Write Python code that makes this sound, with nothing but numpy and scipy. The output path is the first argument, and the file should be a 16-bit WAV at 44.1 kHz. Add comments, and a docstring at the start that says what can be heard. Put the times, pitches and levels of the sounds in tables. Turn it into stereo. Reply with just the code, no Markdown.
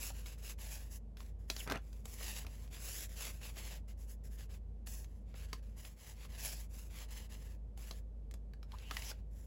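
"""On a desk in a small room, hands slide small cards out of and into a handmade journal's paper pockets.
Strokes of paper on paper are coloured friction noise that swells with the speed of the hand.
Edges and nails tick as short bursts, scraped cards ring with gliding resonances, one card flaps free.
A deep wavering sine hums over soft low noise; a stereo microphone pair sets the width."""
import sys
import numpy as np
from scipy import signal
from scipy.fft import rfft, irfft, next_fast_len
from scipy.io import wavfile

SR = 44100
rng = np.random.default_rng(int(sys.argv[2]) if len(sys.argv) > 2 else 0)


def master(y):
    """Save y as 16-bit WAV."""
    cut = np.clip(np.atleast_2d(y).T, -1, 1)
    pcm = np.round(cut * 32767)  # scale
    wavfile.write(sys.argv[1], SR, pcm.astype(np.int16))


N = 417186
TIME = np.arange(N) / SR
SIZE = next_fast_len(N + SR // 2)  # FFT length with room for tails
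BINS = np.maximum(np.arange(SIZE // 2 + 1) * SR / SIZE, 1)  # Hz


def slides(rasp_db=-3.5, hiss_db=1.87, body_db=-6.5, judder_db=2.04, crackle_db=-7.5):
    """Paper rubs on paper: each stroke mixes rasp, its own share of hiss, and a slower-growing sheet body."""
    # Pushes and pulls of paper over paper. Each row: start in seconds, length in seconds,
    # share of the length at which the hand is fastest (0-1), relative level in dB, extra hiss in dB.
    strokes = [(-0.02, .14, 0.42, -50.5, 4), (0.108, 0.24, 0.24, -63.5, 0.5), (0.256, .11, 0, -57.5, -1),
               (0.374, 0.048, 0.4, -65, 1), (0.412, .12, 0.52, -53, 1), (0.576, .33, 0.15, -57.5, 1.5),
               (0.697, 0.068, 0.6, -56, 6), (0.896, 0.086, .6, -64.5, 8.5), (1.176, 0.14, 0, -68, 1),
               (1.384, 0.17, 0.1, -80.5, 2.5), (1.47, 0.19, 0.86, -58.5, 4), (1.768, 0.28, 0.7, -75.5, 3.5),
               (2.04, 0.27, 0.34, -61, 6), (2.158, 0.29, 0.47, -47, -1), (2.455, 0.26, 0.06, -66.5, 1),
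               (2.7, 0.097, 0.46, -54.5, -2.5), (2.771, 0.3, 0.78, -51, 4), (3.081, 0.61, 0.05, -62.5, 2),
               (3.151, .17, 0.46, -49.5, -1), (3.4, 0.11, 0.59, -49.5, -2.5), (3.55, 0.25, 0.2, -51, -3),
               (3.876, 0.057, 0.24, -64.5, -0.5), (3.969, 0.1, 0.47, -73.5, 7.5),
               (4.064, 0.086, 0.5, -72.5, 9), (4.235, 0.061, 0.13, -73, 6.5), (4.297, 0.086, 0.5, -71, 5),
               (4.37, 0.096, 0.2, -61, -2), (4.489, 0.089, 0.5, -59.5, -2.5), (4.86, 0.2, 0.06, -63.5, 9),
               (5.035, .21, 0, -80.5, 3.5), (5.252, .1, 0.55, -73, -7), (5.345, 0.13, 0.22, -59, -3),
               (5.467, 0.14, 0.25, -68.5, -4), (5.625, 0.17, 0, -76, -2), (5.759, 0.2, 0.22, -65, 2.5),
               (5.952, 0.19, 0.79, -61.5, 1.5), (6.127, 0.14, 0.9, -61, -4),
               (6.277, 0.17, 0.6, -58.5, -3.5), (6.374, 0.29, 0.15, -53, 3.5), (6.686, 0.22, 0.44, -67, 5),
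               (6.886, 0.18, 0.56, -55, -3.5), (7.076, 0.2, 0.33, -56, -2), (7.289, 0.085, 0.5, -57, -3),
               (7.332, 0.24, 0.33, -67.5, 0), (7.764, 0.25, 0.25, -63, 1), (8.672, 0.55, 0.41, -63, -6),
               (8.872, 0.245, 0.94, -53, -1), (9.301, 0.17, 0.63, -76, 7)]
    # Colours of the rasp, the hiss and the sheet body. Each row: frequency in Hz, relative dB per Hz.
    rasp_colour = [(1300, -17), (1900, -4), (2700, 5.5), (3400, 1), (4000, -0.5), (5000, -1.5), (5900, -17),
                   (7200, -9.5)]
    hiss_colour = [(3600, -34.5), (5200, -3.5), (6300, -1.5), (10500, 1), (12000, -0.5), (15500, -4)]
    body_colour = [(150, -31.5), (330, 2), (560, 6.5), (800, 2.5), (1050, -0.5), (1350, -5), (1700, 1),
                   (2300, -6)]
    rasp_growth, hiss_growth, body_growth = 0.99, 1, 0.65  # exponents on hand speed
    # a reference stroke level; the share of the dB above or below it that the body follows
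    firm_db, body_follows = -56.5, 0.7
    lift_s = 0.041  # the sheets part gradually around the end of a stroke

    power = np.zeros((3, N))
    for start, length, fastest, level, bright in strokes:
        whole = length + lift_s / 2
        during = span(start, start + whole)
        speed = hand_speed(start, whole, fastest * length / whole)
        contact = np.clip((start + whole - TIME[during]) / lift_s, 0, 1)
        rasp = from_db(level + rasp_db) * speed ** rasp_growth
        hiss = from_db(level + bright + hiss_db) * speed ** hiss_growth
        body_level = firm_db + body_follows * (level - firm_db) + body_db
        body = from_db(body_level) * speed ** body_growth
        power[:, during] += (contact * np.array([rasp, hiss, body])) ** 2

    smooth = rng.standard_normal((2, N))
    # small creases give way
    crackle = friction(catches_per_s=110, size_db=-1.0, slip_s=0.00047, smooth_share=0)
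    rub = off_hand(smooth + from_db(crackle_db) * crackle)
    rub = rub * from_db(judder_db * drift(17))  # the hand never moves quite evenly
    colours = (rasp_colour, hiss_colour, body_colour)
    return sum(gain * coloured(rub, colour) for gain, colour in zip(np.sqrt(power), colours))


def off_hand(x, echo_db=-10.5, lag_s=0.000893, travel=0.25):
    """The moving hand reflects the sound, so a comb of soft peaks wanders through it."""
    late = np.arange(N) - SR * lag_s * np.exp(travel * drift(0.84))
    echo = np.array([np.interp(late, np.arange(N), row) for row in x])
    return rms_one(x + from_db(echo_db) * echo)


def scrapes(fastest=0.48):
    """Fibres catch in a resonance that glides as the rubbing point travels along the card."""
    # An edge runs along a card, whose free length rings.
    # Each row: start in seconds, length in seconds, first pitch in Hz, last pitch in Hz, relative level in dB.
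    card_runs = [(1.578, 0.053, 4550, 1970, -51), (1.65, 0.093, 890, 1760, -57),
                 (1.736, 0.041, 1990, 2940, -50), (4.87, 0.2, 5400, 5600, -75),
                 (5.353, 0.1, 3200, 1900, -68), (6.364, 0.25, 5600, 4770, -56),
                 (8.727, .031, 850, 1150, -52), (8.899, 0.026, 1110, 1310, -49),
                 (8.78, 0.2, 2530, 3300, -61.5), (9.037, 0.09, 5820, 5100, -51.5)]
    width = 0.09  # half width of the resonance as a share of its middle pitch
    out = np.zeros((2, N))
    grain = friction(catches_per_s=140, size_db=4.5, slip_s=0.0011, smooth_share=0.75)
    for start, length, first_hz, last_hz, db in card_runs:
        during = span(start, start + length)
        speed = hand_speed(start, length, fastest)
        glide_hz = np.geomspace(first_hz, last_hz, len(speed))
        turn = np.exp(2j * np.pi * np.cumsum(glide_hz) / SR)
        # shift the gliding pitch down to zero, keep a narrow band, shift it back up
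        ring = passed(grain[:, during] / turn, width * np.sqrt(first_hz * last_hz), "low") * turn
        out[:, during] += from_db(db) * speed * rms_one(ring.real)
    return out


def ticks(level_db=-5.0, thud_stretch=1.8, thud_db=14.0, crack_db=3.5, crisp_db=2.0,
          crisp_db_per_octave=1.0, skid_db=-7.5, ring_width=0.28, apart_db=-11.0):
    """Edges and nails snap: broad crack, short card ring, page thud, faint skid; higher rings are crisper."""
    # Each row: time in seconds, relative level in dB, ring frequency in Hz, relative thud level in dB.
    snaps = [(.103, -37, 790, -10), (.26, -40.5, 2840, -18), (.587, -48.5, 2300, -7),
             (1.17, -43.5, 3060, -38), (1.204, -41, 1060, -16), (1.5, -20.5, 4170, -17),
             (1.564, -30.5, 4700, -17), (1.675, -31.5, 802, -12), (1.699, -27, 1210, -14),
             (1.711, -25, 985, -7), (1.72, -21.5, 1530, -5), (1.756, -35, 2300, -4),
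             (1.773, -38.5, 2870, -6), (1.929, -47.5, 6200, -17), (2.055, -34, 7240, -13.5),
             (2.207, -38, 700, 2), (2.447, -41.5, 1320, -2), (2.466, -37, 2450, -10),
             (2.676, -50, 2900, -9), (3.415, -45, 2070, -9), (3.568, -40, 1700, -7),
             (4.871, -36, 7750, -16), (5.044, -46, 6000, -18), (5.341, -43, 1080, -1),
             (5.53, -27.5, 1100, -19), (5.849, -41, 2590, -23), (6.25, -43, 1160, -14),
             (7.775, -43.5, 6900, -11.5), (7.91, -32, 4160, -12), (8.311, -44.5, 6200, -17),
             (8.339, -40, 6900, -12.5), (8.535, -47, 1400, -8), (8.629, -44, 1310, -26),
             (8.719, -43, 3400, -21), (8.785, -44.5, 3300, -22), (8.91, -27.5, 1120, -15),
             (8.968, -25.5, 2150, -50), (9.021, -36.5, 2380, -26), (9.114, -35.5, 1364, -9)]
    attack_s = 0.0006
    # the crack dies first, the card rings briefly, the freed edge skids on a little
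    crack_t60_s, ring_t60_s, skid_t60_s = 0.013, 0.019, 0.083
    out = np.zeros((2, N + SR))
    t = TIME[:SR // 4]
    onset = 1 - np.exp(-t / attack_s)
    crack = from_db(-60 * t / crack_t60_s)
    snap = from_db(-60 * t / ring_t60_s)
    dull = from_db(-60 * t / (ring_t60_s * thud_stretch))
    skid = from_db(-60 * t / skid_t60_s)
    for s, db, hz, thud in snaps:
        noise = rng.standard_normal((2, len(t))) * onset
        crispness = crisp_db + crisp_db_per_octave * np.log2(hz / 2000)
        parts = [(0, resonance(noise * snap, hz, ring_width * hz)),
                 (crack_db, passed(noise * crack, [900, 6000], "band")),
                 (thud + thud_db, passed(noise * dull, [220, 1300], "band")),
                 (crispness, passed(noise * crack, 6500, "high")),
                 (skid_db, passed(noise * skid, [1500, 11000], "band", order=1))]
        tick = sum(from_db(part_db) * rms_one(part) for part_db, part in parts)
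        tick = np.array([rms_one(row) for row in tick]) * np.sqrt(np.mean(snap ** 2))
        at = max(round(s * SR), 0)
        out[:, at:at + len(t)] += from_db(db + level_db) * tick
    return out[:, :N] * from_db([[0], [apart_db]])


def flap(level_db=-41.5, apart_db=-9.0):
    """The bent card buckles in a quick run of dull slaps."""
    # The flap's dull colour. Each row: frequency in Hz, relative dB per Hz.
    flap_colour = [(90, 1), (330, -5.5), (700, -5), (1050, -10.5), (1600, -6.5), (2400, -16), (3500, -25),
                   (5000, -33), (9000, -33)]
    start_s, length_s, fastest, growth = 1.66, 0.125, 0.55, 0.74  # growth: exponent on speed
    slaps = friction(catches_per_s=200, size_db=5.0, slip_s=0.0017, smooth_share=0.28)
    effort = np.zeros(N)
    effort[span(start_s, start_s + length_s)] = hand_speed(start_s, length_s, fastest) ** growth
    return from_db(level_db) * effort * coloured(slaps, flap_colour) * from_db([[0], [apart_db]])


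def hand_speed(start, length, fastest):
    """One movement, 0-1: the hand speeds up, is fastest at a share of the length, and slows to rest."""
    marks = start + length * np.array([0, np.clip(fastest, 0.02, 0.98), 1])
    return np.sin(np.interp(TIME[span(start, start + length)], marks, [0, np.pi / 2, 0]))


def friction(catches_per_s, size_db, slip_s, smooth_share):
    """Fibres catch and let go: brief slips of uneven size over a smooth rub; two unrelated noise rows."""
    sizes = from_db(size_db * np.minimum(rng.exponential(1, N), 4)) ** 2
    catches = (rng.random(N) < catches_per_s / SR) * sizes
    power = signal.lfilter([1], [1, -np.exp(-1 / (slip_s * SR))], catches + 1e-18)
    share = np.clip(smooth_share, 0, 1)
    return rng.standard_normal((2, N)) * np.sqrt(share + (1 - share) * power / power.mean())


def hum(hum_hz=52.34, hum_db=-47, rumble_db=-54.5, wander_hz=0.21, rumble_dip=0.56):
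    """A distant motor drones on one deep, slightly wandering note over the rumble of moving air."""
    # The rumble's colour. Each row: frequency in Hz, relative dB per Hz.
    rumble_colour = [(20, -17), (36, -18), (50, 1.5), (66, -3), (82, 2.5), (100, -7), (150, -9), (178, -14),
                     (205, -8), (250, -18), (330, -23), (480, -20), (800, -31), (1400, -45.5), (4000, -53),
                     (15000, -61)]
    # The hum dips briefly. Each row: time in seconds, level change in dB.
    hum_dip = [(5.78, 0), (6.02, -10), (6.3, 0)]
    phase = 2 * np.pi * np.cumsum(hum_hz + wander_hz * drift(1.94)) / SR
    dip_db = np.interp(TIME, *np.transpose(hum_dip))
    tone = np.sqrt(2) * np.sin(phase) * from_db(hum_db + dip_db)
    # the rumble follows a share of the dip
    air = from_db(rumble_db + rumble_dip * dip_db) * coloured(rng.standard_normal((2, N)), rumble_colour)
    return air + np.outer([1, 0], tone)


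def room(x, wet_db, wall_hz=9000, t60_s=0.13):
    """The walls return a short, duller tail: row 0 convolved with decaying low-passed noise."""
    t = TIME[:SR // 2]
    noise = passed(rng.standard_normal((2, len(t))), wall_hz, "low", order=1)
    tail = noise * from_db(-60 * t / t60_s) * (t > 0.004)
    tail = tail / np.sqrt(np.sum(tail ** 2, axis=1, keepdims=True))  # unit energy
    return from_db(wet_db) * signal.fftconvolve(x[:1], tail, axes=1)[:, :N]


def microphones(x, aside):
    """Row 0 reaches both sides alike, row 1 sets them apart; aside (0-1) scales phase and balance."""
    # Phase between the sides. Each row: frequency in Hz, lead of the left in radians at full aside.
    lead = [(20, 0), (800, .05), (1500, .45), (2500, 1.4), (3300, 1.1), (3800, 0), (5300, -.6), (6400, 0),
            (7400, 0), (8500, -np.pi), (9500, -np.pi), (10500, -2 * np.pi), (11600, -2 * np.pi),
            (12700, -3 * np.pi), (13600, -3 * np.pi), (14500, -4 * np.pi)]
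    # Coherence of the pair. Each row: frequency in Hz, likeness of the sides (0-1).
    likeness = [(60, 0.93), (130, 0.95), (300, 0.8), (700, 0.31), (2800, 0.89), (4000, 0.49), (5800, 0.64),
                (6600, 1), (15000, 1)]
    # Level between the sides. Each row: frequency in Hz, left minus right in dB at full aside.
    balance = [(60, -2.5), (200, 1.5), (700, 2), (2400, 4.5), (4400, 5), (6800, 0)]
    shared, apart = rfft(x, SIZE)
    alike = np.clip(at_hz(likeness), 0, 1)
    sides = np.array([[1], [-1]])
    pair = np.sqrt((1 + alike) / 2) * shared + sides * np.sqrt((1 - alike) / 2) * apart
    pair = pair * from_db(aside * sides * at_hz(balance) / 2)
    pair[0] *= np.exp(1j * aside * at_hz(lead))
    return irfft(pair, SIZE)[:, :N]


def from_db(db):
    """Decibels to gain."""
    return 10 ** (np.asarray(db) / 20)


def rms_one(x):
    """Scale to unit rms."""
    return x / np.sqrt(np.mean(x ** 2) + 1e-20)


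def at_hz(points):
    """Read a table on a log-frequency axis."""
    hz, value = np.transpose(points)
    return np.interp(np.log(BINS), np.log(hz), value)


def span(start, end):
    """The samples between two times in seconds."""
    return slice(max(round(start * SR), 0), min(round(end * SR), N))


def coloured(x, spectrum):
    """Give noise a spectrum that falls away steeply past its ends; rms 1."""
    beyond = np.maximum(spectrum[0][0] / BINS, 1) * np.maximum(BINS / spectrum[-1][0], 1)
    gain = from_db(at_hz(spectrum)) / beyond ** 4
    return rms_one(irfft(rfft(x, SIZE) * gain, SIZE)[..., :N])


def drift(rate):
    """Smooth random curve of rms 1 that changes about rate times a second."""
    return rms_one(irfft(rfft(rng.standard_normal(N), SIZE) / (1 + (BINS / rate) ** 2), SIZE)[:N])


def passed(x, hz, kind, order=2):
    """Causal low-, high- or band-pass."""
    hz = np.clip(hz, 20, 0.45 * SR)
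    return signal.sosfilt(signal.butter(order, hz, kind, fs=SR, output="sos"), x)


def resonance(x, hz, width_hz):
    """One two-pole resonance with gain of about 1 on top."""
    r = np.exp(-np.pi * width_hz / SR)
    feed = np.array([1, 0, -1]) * (1 - r * r) / 2
    return signal.lfilter(feed, [1, -2 * r * np.cos(2 * np.pi * hz / SR), r * r], x)


def scene():
    """Sliding paper and all echoes spread wide; ticks, the flap and the hum sit near the middle."""
    rubbing = slides() + scrapes()
    snapping = ticks() + flap()
    around = rubbing + room(rubbing, wet_db=-21.0) + room(snapping, wet_db=-13.5)
    return microphones(around, aside=0.97) + microphones(snapping, aside=0.2) + microphones(hum(), aside=0.15)


def record(dry):
    """A steep elliptic low-pass cuts the top above 16 kHz."""
    return signal.sosfilt(signal.ellip(10, 0.1, 80, 16000, fs=SR, output="sos"), dry)


dry = scene()
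out = record(dry)
master(out)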